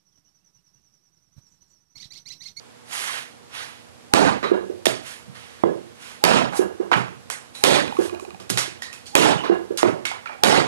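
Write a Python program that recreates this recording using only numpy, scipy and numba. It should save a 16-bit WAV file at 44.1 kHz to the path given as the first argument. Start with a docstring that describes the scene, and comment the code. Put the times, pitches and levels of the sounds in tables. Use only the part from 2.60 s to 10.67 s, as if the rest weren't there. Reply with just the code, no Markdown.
"""Boots and sleeves scuff over shed hiss, hum and drone, as filtered noise and sines.
Then a hatchet whistles down and chops a plank on a workbench, five times: noise cracks and torn-fibre grains.
Between chops the plank bounces, chips snap, knock and skip: struck resonances with late noise echoes.
A fast gain control flattens the echo of hard blows; the left channel is weaker, of opposite polarity.
"""
import sys
import numpy as np
from scipy import signal
from scipy.fft import rfft, irfft, next_fast_len
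from scipy.io import wavfile
from scipy.ndimage import uniform_filter1d
from numba import njit

SR = 44100
rng = np.random.default_rng(int(sys.argv[2]) if len(sys.argv) > 2 else 0)


def log_audio(samples):
    """Write samples as a 16-bit WAV file to the path given in sys.argv[1]."""
    # one column per channel
    frames = np.atleast_2d(samples).T
    # limit to full scale, then quantise
    limited = np.clip(frames, -1, 1)
    pcm = np.round(limited * 32767).astype(np.int16)
    wavfile.write(sys.argv[1], SR, pcm)


N = 355887

# All source levels are relative: tone, microphone gain and gain control follow.
# chops: start_s, blow_db, brightness_db, edge_crack_db, edge_pitch_hz (initial), favoured_band_hz
CHOPS = [(1.537, 18, -2.5, -16, 6940, 786), (3.639, 19.5, 0, 12.5, 6770, 2580),
         (5.038, 23, 9.5, 11, 5280, 3930), (6.5527, 22.5, 6.5, 8.5, 4550, 3470),
         (7.8356, 22.5, 3, 11.5, 6290, 4240)]
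# chop colour: frequency_hz, gain_db
CHOP_COLOUR = [(40, -21), (110, -15.5), (200, -6), (330, -4.5), (560, -2), (830, -6), (1150, -9.5),
               (1600, -11.5), (4000, -18), (8000, -25), (12000, -31), (16000, -31)]
# plank landing on the bench: thud_s (contact begins 5 ms earlier), level_db, overtones_db
BOUNCES = [(1.916, -18, -1), (2.098, -33, -7), (3.042, -21.5, -4), (3.059, -29, -9), (3.993, -20.5, 0.5),
           (4.2, -28.5, -1), (5.388, -22.5, 0), (5.527, -37, 6), (5.624, -43.5, -1), (5.678, -46, 2),
           (6.078, -46, 4.5), (6.898, -19, 1), (7.106, -30.5, -4), (7.236, -20.5, -3)]
# plank bending modes: frequency_hz, width_hz, level_db
PLANK_MODES = [(194, 15, 2.5), (352.6, 40, 4), (480, 89, 1), (580, 78, 6), (716, 225, -3),
               (1686, 35, -14.5), (2780, 19, -16.5)]
# soft low thumps through the bench frame, several under knocks: start_s, level_db
THUMPS = [(2.266, -37), (2.678, -41), (3.04, -30), (4.359, -22.5), (5.732, -43), (5.911, -28.5)]
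# bench frame modes: frequency_hz, width_hz, level_db
FRAME_MODES = [(122.5, 8.8, -5.5), (189, 19.4, -6)]
# bench top modes: frequency_hz, width_hz, level_db
BENCH_TOP_MODES = [(233, 310, -3.5), (396, 182, 4.5), (750, 470, -13)]
# steel and chips knocking wood:
# start_s, body_db, pitch_hz, body_width (share of pitch), note_db, bench_db, echo_db
KNOCKS = [(1.828, -19.5, 1193, 1.33, -26, -25, 9), (1.833, -42, 3900, .6, -37, -70, 14.5),
          (2.255, 3, 1840, 4.5, -23.5, -27, -1), (2.265, -22, 646, 1.1, -23, -23, 3),
          (2.266, -10.5, 3440, 0.42, -17, -9.5, -8), (3.035, -17.5, 1004, 0.55, -22, -5.5, -7),
          (3.924, -23.5, 800, 1.1, -34, -66, 8), (4.315, -8, 945, 0.94, -26, -49, -1),
          (4.32, -10, 1120, 1.24, -43, -20.5, 4.5), (4.323, -37, 3700, 0.51, -33, -50, -10),
          (4.33, -9, 2430, 0.44, -28, -50, -3), (4.335, -9, 1220, 0.69, -41, -50, -22),
          (4.338, -9.5, 1500, 0.88, -28, -50, -7), (4.361, -27, 1230, 5.8, -60, -33.5, 15.5),
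          (4.7, -14, 1290, 2.1, -62, -62, 1), (4.95, -50, 3970, 1.1, -35.5, -81, 10),
          (5.799, -25, 1180, 5.6, -43, -36, 2.5), (5.894, -15, 3000, 5.1, -60, -62, -15),
          (5.9, 0, 2900, 4.3, -58, -20.5, -2), (5.973, -2, 2070, 2.72, -32, -31, 4.5),
          (5.981, -6, 5700, 1.9, -37, -57, 2), (6.22, -15.5, 1884, 3.8, -27.5, -67, 3.5),
          (6.23, -25.5, 4150, 0.47, -38, -52, 0.5), (6.328, -19.5, 2540, 4.3, -39, -68, 4),
          (6.457, -30, 4450, 2, -44, -68, 13), (6.655, -9.5, 850, 0.64, -13, -60, 3),
          (6.78, -44, 2880, 1.1, -34.5, -70, 14), (6.839, -38, 3850, .5, -41, -70, 13),
          (6.836, -23, 1020, 1.7, -28, -31.5, 10), (7.173, -8, 4700, 1.9, -60, -64, 5.5),
          (7.182, -21.5, 1400, 1.1, -33, -62, 5.5), (7.229, -4, 628, 1.9, -14.5, -4.5, -0.5),
          (7.452, -9.5, 2180, 1.5, -20.5, -40, 2.5), (7.513, -20.5, 930, 0.77, -44, -43, -1),
          (7.657, -24, 1376, 1.05, -29, -56, 2), (7.672, -37, 2340, 0.43, -31.5, -78, 2),
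          (7.693, -26, 780, 0.81, -42, -58, 0), (7.729, -32, 1800, 0.95, -67, -42, 1)]
# modes of a loose piece: pitch_multiple, level_db
NOTE_MODES = [(1.001, 14), (2.03, -0.5), (3.3, -4)]
# parting fibres: start_s, level_db
SNAPS = [(2.255, -27), (4.701, -15.5), (5.599, -31.5), (7.232, -30), (7.454, -19)]
# chip touching the bench: start_s, lowest_mode_hz, upper_modes_db
SKIPS = [(5.279, 780, 2), (5.324, 850, -24), (5.368, 1120, -17), (5.496, 1120, -6), (5.548, 896.5, 2),
         (5.597, 1110, -8), (5.65, 780, -11), (5.706, 1160, -6), (5.746, 785, -13)]
# upper chip modes: frequency_hz, width_hz, level_db
CHIP_MODES = [(2470, 90, 3), (2960, 170, -6), (3980, 160, -8)]
# boot and cloth strokes: start_s, rise_s, hold_s, fall_s, level_db, brightness_db
SCUFFS = [(0.248, 0.086, 0.12, 0.32, -36, -3), (0.378, 0.1, 0.11, 0.18, -37, -10),
          (0.875, 0.075, 0.073, 0.31, -40, -9), (2.358, 0.11, 0.052, 0.24, -44, -4),
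          (2.708, 0.047, .01, 1, -49, -9), (3.3, 0.13, 0.086, 0.29, -47.5, -6),
          (3.904, 0.068, 0.0056, 0.13, -40, 4.5), (4.925, 0.028, 0.011, 0.73, -48, 0.3),
          (5.22, 0.21, 0.034, 0.13, -43, -2.5)]
# scuff spectra, low and high part: frequency_hz, relative_db
SCUFF_LOW = [(150, -28), (400, -5.5), (960, 3.5), (1950, 6), (3200, 3), (5000, -4), (6500, -7),
             (11000, -90)]
SCUFF_HIGH = [(2000, -70), (2800, -20), (4000, -9), (6500, -7), (10500, -6.5), (12000, -12), (13200, -16),
              (17000, -70)]
# shed air spectrum: frequency_hz, relative_db
HISS = [(30, -24), (60, 0), (120, 2), (300, 1.5), (750, 1), (2000, -5.5), (5000, -10), (9000, -14),
        (12300, -18), (13200, -50), (20000, -70)]
# mains hum partials: frequency_hz, relative_db
HUM = [(120, -62), (240, -61), (480, -61.5)]
# low drone level: time_s, relative_db
DRONE = [(0.0, -83), (0.83, -74), (0.99, -67), (3, -68), (8.07, -70.5)]
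# shed reverberation: frequency_hz, t60_s
SHED_T60 = [(100, 0.64), (400, 0.37), (1500, 0.43), (5000, 0.36), (11000, 0.31), (13000, 0.12)]
# left gain over right: frequency_hz, gain_db
LEFT_GAIN = [(60, -10), (500, -11.3), (1000, -11.3), (2000, -10.5), (4000, -7), (8000, -14), (13000, -14)]
# left phase lag: frequency_hz, lag_rad
LEFT_LAG = [(260, 0.05), (2240, .5), (4500, .95), (12000, 1.35)]
# likeness of the two microphones: frequency_hz, likeness (0-1)
ALIKE = [(60, .93), (300, .995), (1400, .94), (4000, .8), (9000, .75)]
# overall tone, low cut and steep treble cut: frequency_hz, gain_db
RECORDING_TONE = [(30, -13), (70, -11.5), (130, -1), (11800, -2), (13000, -16.5), (17000, -112)]

EDGE_SINK_S, EDGE_T60_S, EDGE_HISS_DB = 0.0037, 0.026, 0.5  # pitch drops as the edge sinks in
FLOOR_ECHO_S, FLOOR_ECHO_DB = 0.0098, -5.5  # edge crack returns once off the floor
SPLITS, SPLIT_DB, SPLIT_FADE_T60_S, SPLIT_SPREAD_DB = 200, -28, 0.49, 2.5  # torn fibres per chop
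SPLIT_HZ, SPLIT_SPREAD_OCTAVES, SPLIT_CYCLES = 2200, .8, 3  # a grain loses 20 dB in SPLIT_CYCLES
CHOP_BENCH_DB = -20  # bench top, relative to the blow
BAND_LIFT_DB, BAND_WIDTH_OCTAVES = 2.5, 0.33
LANDING_S, KNOCK_RISE_S = 0.0021, 0.0011
CORNER_LEAD_S, CORNER_DB = 0.0026, -5.5  # one corner lands first, softer
NOTE_TOP_HZ, FRAME_DB = 4400, -32  # note modes fade above; frame relative to bench top
SKIP_DB, SKIP_LOSS_DB_PER_S = -25, 21
SCUFF_DEPTH_DB, TREBLE_LOSS_DB_PER_DB = 31.5, 0.074  # stroke depth; extra treble loss per dB down
HISS_DB = -55.5
SHUDDER_DB, SHUDDER_RISE_S, SHUDDER_T60_S = -80.5, 0.17, 3.6  # drone swell, relative to the blow
WALL_DELAY_S, WALL_RISE_S = 0.0043, 0.0047
ECHO_PATCH_DB = 2.1  # rms variation of the echoes over time and frequency
TOP_HZ, TOP_SLOPE_HZ = 16200, 1000


def chop_whistle():
    """Air over the falling blade: a sine rising in pitch and level until impact."""
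    t = np.arange(-round(0.04 * SR), 0) / SR
    return amp(-30.5 + 930 * t) * np.sin(2 * np.pi * (860 * t + 1500 * t * t))


def cut_response(bright_db, band_hz):
    """Wood colour of one cut: random resonances, one favoured band, a treble tilt."""
    grain_db = rng.normal(0, 2.6, size=40) * np.linspace(1, .4, num=40)
    grain = list(zip(np.geomspace(150, 7000, num=40), grain_db))

    def response(hz):
        octaves = np.log2(hz / band_hz + 1e-9)
        band_db = BAND_LIFT_DB * np.exp(-(octaves / BAND_WIDTH_OCTAVES) ** 2)
        tilt_db = bright_db * np.log10(1 + hz / 1000)
        return causal(along(CHOP_COLOUR, hz) + along(grain, hz) + band_db + tilt_db)
    return response


def splitting_crack():
    """The blow as a noise burst, then fibres tearing as short decaying sines, ever softer on average."""
    crack, after_s = np.zeros(SR // 3), rng.random(size=SPLITS) / 4
    pitch_hz = SPLIT_HZ * 2 ** rng.normal(0, SPLIT_SPREAD_OCTAVES, size=SPLITS)
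    cycles = np.outer(pitch_hz, np.arange(256) / SR)
    level_db = SPLIT_DB - 60 * after_s / SPLIT_FADE_T60_S
    level_db = level_db + SPLIT_SPREAD_DB * rng.standard_normal(size=SPLITS)
    splits = amp(level_db[:, None] - 20 * cycles / SPLIT_CYCLES) * np.sin(2 * np.pi * cycles)
    np.add.at(crack, (after_s * SR).astype(int)[:, None] + np.arange(256), splits)
    blow = peak(puff(0.021), 0)
    crack[:len(blow)] += blow
    return crack


def edge_crack(level_db, pitch_hz):
    """Hiss plus a jittery tone whose pitch falls exponentially as the edge sinks in."""
    hiss = peak(np.diff(puff(0.02)), EDGE_HISS_DB)
    t = np.arange(len(hiss)) / SR
    sweep = 2 * np.pi * pitch_hz * EDGE_SINK_S * (1 - np.exp(-t / EDGE_SINK_S))
    jitter = np.cumsum(rng.normal(0, .3, size=len(t)))
    envelope = amp(-60 * t / EDGE_T60_S) * (1 - np.exp(-t / KNOCK_RISE_S))
    return amp(level_db) * (hiss + np.sin(sweep + jitter) * envelope)


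def chops():
    """The whistling blade strikes; the crack excites plank and bench, the edge cracks directly."""
    out, whistle = np.zeros((2, N)), chop_whistle()
    for s, db, bright_db, edge_db, edge_hz, band_hz in CHOPS:
        start = round(s * SR)
        out[0, start - len(whistle):start] += whistle
        add(out, s, loud(cut_response(bright_db, band_hz)), db, splitting_crack(), echo_db=1.5)
        add(out, s + 0.0024, loud(modes(BENCH_TOP_MODES)), db + CHOP_BENCH_DB, np.ones(1), echo_db=1.5)
        edge = edge_crack(edge_db, edge_hz)
        out[0, start:][:len(edge)] += edge
        out[0, round((s + FLOOR_ECHO_S) * SR):][:len(edge)] += amp(FLOOR_ECHO_DB) * edge
    return out


def bounces():
    """Two soft corner contacts excite low plank bending modes; the hard edge adds overtones."""
    out = np.zeros((2, N))
    touch, lead = np.hanning(round(LANDING_S * SR) + 3), round(CORNER_LEAD_S * SR)
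    contact = amp(CORNER_DB) * np.pad(touch, (0, lead)) + np.pad(touch, (lead, 0))
    for thud_s, db, over_db in BOUNCES:
        def colour(f):
            soft = modes([(400, 300, 0)])(f) ** 2
            hard = modes([(1500, 2500, 0)])(f) ** 2
            return modes(PLANK_MODES)(f) * (soft + amp(over_db) * hard)
        add(out, thud_s - .005, loud(colour), db - 2.0, contact, echo_db=10.5)
    return out


def thumps():
    """Soft low thumps: impulses ring the bench frame modes through a two-pole lowpass."""
    out = np.zeros((2, N))
    thump = loud(lambda f: modes(FRAME_MODES)(f) / (1 + 1j * f / 300) ** 2)
    for s, db in THUMPS:
        add(out, s, thump, db, np.ones(1), echo_db=-2.5)
    return out


def note_response(pitch_hz):
    """Narrow modes of a loose piece, weaker above NOTE_TOP_HZ."""
    def response(f):
        total = 0
        for multiple, db in NOTE_MODES:
            hz = multiple * pitch_hz
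            gain = amp(db) / (1 + (hz / NOTE_TOP_HZ) ** 6)
            total = total + gain * modes([(hz, .09 * pitch_hz, 0)])(f) ** 2
        return total
    return response


def knocks():
    """A noisy contact excites a broad body, bench top and frame; an impulse rings the piece's note."""
    out = np.zeros((2, N))
    top, frame = loud(modes(BENCH_TOP_MODES)), loud(modes(FRAME_MODES))
    for s, db, hz, width, note_db, bench_db, echo_db in KNOCKS:
        body = loud(lambda f: modes([(hz, np.clip(width, .5, 5) * hz, 0)])(f) ** 2)

        def colour(f):
            return amp(db) * body(f) + amp(bench_db) * (top(f) + amp(FRAME_DB) * frame(f))
        contact = puff(0.029)
        contact = contact * (1 - np.exp(-np.arange(len(contact)) / (KNOCK_RISE_S * SR)))
        add(out, s, colour, 0, contact, echo_db, size=SR // 2)
        add(out, s + 0.000725, loud(note_response(hz)), note_db, np.ones(1), echo_db - 4.5, size=SR // 3)
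    return out


def snaps():
    """Parting fibres: noise bursts through a broad treble resonance."""
    out = np.zeros((2, N))
    treble = loud(lambda f: modes([(7500, 7000, 0)])(f) ** 2)
    for s, db in SNAPS:
        add(out, s, treble, db, puff(0.014), echo_db=4.5)
    return out


def skips():
    """A chip rings at each touch, ever softer; the corner that lands sets its modes."""
    out = np.zeros((2, N))
    for s, hz, upper_db in SKIPS:
        def colour(f):
            upper = modes(CHIP_MODES)(f) + amp(-24.5) * modes([(3000, 5000, 0)])(f)
            return modes([(hz, 170, 0)])(f) ** 2 + amp(upper_db) * upper
        db = SKIP_DB - SKIP_LOSS_DB_PER_S * (s - SKIPS[0][0])
        add(out, s, loud(colour), db, np.ones(1), echo_db=-8)
    return out


def scuffs():
    """Rubbing: gritty filtered noise, brightest at full pressure."""
    t, low, high = np.arange(N) / SR, np.zeros(N), np.zeros(N)
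    for s, rise, hold, fall, db, bright_db in SCUFFS:
        corners_s = s + np.cumsum([0, rise, hold, fall])
        down_db = SCUFF_DEPTH_DB * np.interp(t, corners_s, [1, 0, 0, 1], 4, 4)  # 4: far down outside
        low = np.hypot(low, amp(db - down_db))
        high = np.hypot(high, amp(db + bright_db - (1.0 + TREBLE_LOSS_DB_PER_DB) * down_db))
    grit = unit(amp(0.58 * unit(uniform_filter1d(rng.standard_normal(N), 120))))
    rubbing = low * coloured(SCUFF_LOW) + high * coloured(SCUFF_HIGH)
    return grit * patchy(rubbing, patchy_db=1.0)


def mains_hum():
    """Steady mains harmonics of random phase."""
    t = np.arange(N) / SR
    return sum(amp(db - 9.5) * np.sin(2 * np.pi * hz * t + 6 * rng.random()) for hz, db in HUM)


def low_drone():
    """Low band noise of drifting level, swelling and fading after each chop."""
    t = np.arange(N) / SR
    level = amp(np.interp(t, *np.transpose(DRONE)))
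    for s, db, *_ in CHOPS:
        since_s = np.clip(t - s, 0, None)
        swell = np.clip(since_s / SHUDDER_RISE_S, 0, 1)
        level += amp(db + SHUDDER_DB - 60 * since_s / SHUDDER_T60_S) * swell
    return level * coloured([(40, -40), (55, 3), (95, 13.0), (120, -27)])[0]


def shed_air():
    """Hum and drone shared in opposite polarity; hiss mostly unrelated between channels."""
    low = mains_hum() + low_drone()
    hiss = amp(HISS_DB) * coloured(HISS)
    left = -amp(4.5) * hiss[1] - amp(-7.0) * hiss[0] - amp(9.5) * low
    right = amp(9.5) * hiss[0] + amp(19.5) * low
    return np.array([left, right])


def add(out, s, colour, db, contact, echo_db, size=SR * 3 // 4):
    """Adds a hit and its noise echo; row 0 is shared by both microphones, row 1 is unrelated echo."""
    hz, t, z = signal.stft(rng.standard_normal((2, size)), SR, nperseg=256)
    z = z * amp(ECHO_PATCH_DB * patches(z.shape[1:], bins=3, frames=6))
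    decay = amp(-60 * t / along(SHED_T60, hz)[:, None])
    tail = signal.istft(z * decay, SR, nperseg=256)[1]
    wall = np.clip((np.arange(tail.shape[1]) / SR - WALL_DELAY_S) / WALL_RISE_S, 0, 1)
    tail *= amp(echo_db) / np.linalg.norm(tail[0]) * wall  # the walls answer late
    tail[0, :len(contact)] += contact / np.linalg.norm(contact)
    part = out[:, round(s * SR):][:, :tail.shape[1]]
    part += amp(db) * filtered(tail, colour)[:, :part.shape[1]]


def puff(fade_s):
    """A 60 ms noise burst: decaying noise is spectrally flattened, then faded 20 dB per fade_s."""
    t = np.arange(round(.06 * SR)) / SR
    z = rfft(rng.standard_normal(len(t)) * amp(-60 * t / fade_s))
    return irfft(z / np.abs(z)) * amp(-20 * t / fade_s)


def patches(shape, bins, frames):
    """Random field of rms 1, smoothed over frequency bins and time frames."""
    field = uniform_filter1d(rng.standard_normal(shape), size=bins, axis=0)
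    return unit(uniform_filter1d(field, size=frames, axis=1))


def patchy(x, patchy_db):
    """Random patches of gain that drift in time and frequency."""
    z = signal.stft(x, nperseg=512)[2]
    gain = amp(patchy_db * patches(z.shape[1:], bins=7, frames=9))
    return signal.istft(z * gain, nperseg=512)[1][:, :N]


def coloured(spectrum):
    """Two unrelated noises of joint rms 1."""
    return unit(filtered(rng.standard_normal((2, N)), lambda hz: amp(along(spectrum, hz))))


def modes(table):
    """Causal sum of resonances (frequency_hz, width_hz, level_db) of alternating sign."""
    def response(f):
        total = 0
        for k, (centre, width, db) in enumerate(table):
            damping = 1j * f * width
            total = total + (-1) ** k * amp(db) * damping / (centre * centre - f * f + damping)
        return total
    return response


def loud(response):
    """Scales a response so that its impulse response peaks at 1."""
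    def scaled(f):
        shape = response(f)
        return shape / np.abs(irfft(shape)).max()
    return scaled


def causal(spectrum_db):
    """Minimum-phase response for a gain in dB on the FFT grid, by folding the cepstrum."""
    c = irfft(np.log(amp(spectrum_db)))
    c[1:len(c) // 2] *= 2
    c[len(c) // 2 + 1:] = 0
    return np.exp(rfft(c))


def filtered(x, response):
    """x times a complex response of frequency, zero-padded."""
    m = 2 * next_fast_len(x.shape[-1] // 2 + 4096)
    return irfft(rfft(x, m) * response(np.fft.rfftfreq(m, 1 / SR)), m)[..., :x.shape[-1]]


def along(points, hz):
    """Interpolates (frequency_hz, value) points on a log frequency axis."""
    f, v = np.transpose(points)
    return np.interp(np.log(hz + 1), np.log(f + 1), v)


def amp(db):
    """Amplitude ratio for a level in dB."""
    return 10 ** (np.asarray(db) / 20)


def unit(x):
    """x scaled to rms 1."""
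    return x / np.sqrt(np.mean(x ** 2) + 1e-20)


def peak(x, db):
    """x scaled to a peak level in dB."""
    return amp(db) * x / np.abs(x).max()


def microphones(sound):
    """Right hears the shared row; left is inverted, weaker, phase-lagged, with the unrelated row mixed in."""
    def left_response(hz):
        alike = np.clip(along(ALIKE, hz), 0, 1)
        gain = -amp(along(LEFT_GAIN, hz)) * np.exp(-1j * along(LEFT_LAG, hz))
        return gain * np.array([alike, np.sqrt(1 - alike ** 2)])
    left = filtered(sound, left_response).sum(axis=0)
    return amp(10.0) * np.array([left, sound[0]])


def scene():
    """All sources at the microphones, over the shed air."""
    sources = chops() + bounces() + thumps() + knocks() + snaps() + skips() + scuffs()
    return microphones(sources) + shed_air()


@njit
def follow(level, rise, fall):
    """Peak follower with a quick rise and a slower fall."""
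    out, held = np.empty_like(level), 0.
    for i in range(len(level)):
        held += (rise if level[i] > held else fall) * (level[i] - held)
        out[i] = held
    return out


def record(dry):
    """Overall tone, one gain control for both channels (a blow's first ms passes and clips), lowpass."""
    heard = filtered(dry, lambda hz: causal(along(RECORDING_TONE, hz)))
    level = follow(np.abs(heard).max(axis=0), 1 / (0.0013 * SR), 1 / (0.02 * SR))  # rise_s, fall_s
    limited = np.clip(heard / np.maximum(1, level / amp(-6.5)), -1, 1)
    lowpassed = filtered(limited, lambda hz: np.clip((TOP_HZ - hz) / TOP_SLOPE_HZ + .5, 0, 1) ** 2)
    return np.clip(lowpassed, -1, 1)


dry = scene()
out = record(dry)
log_audio(out)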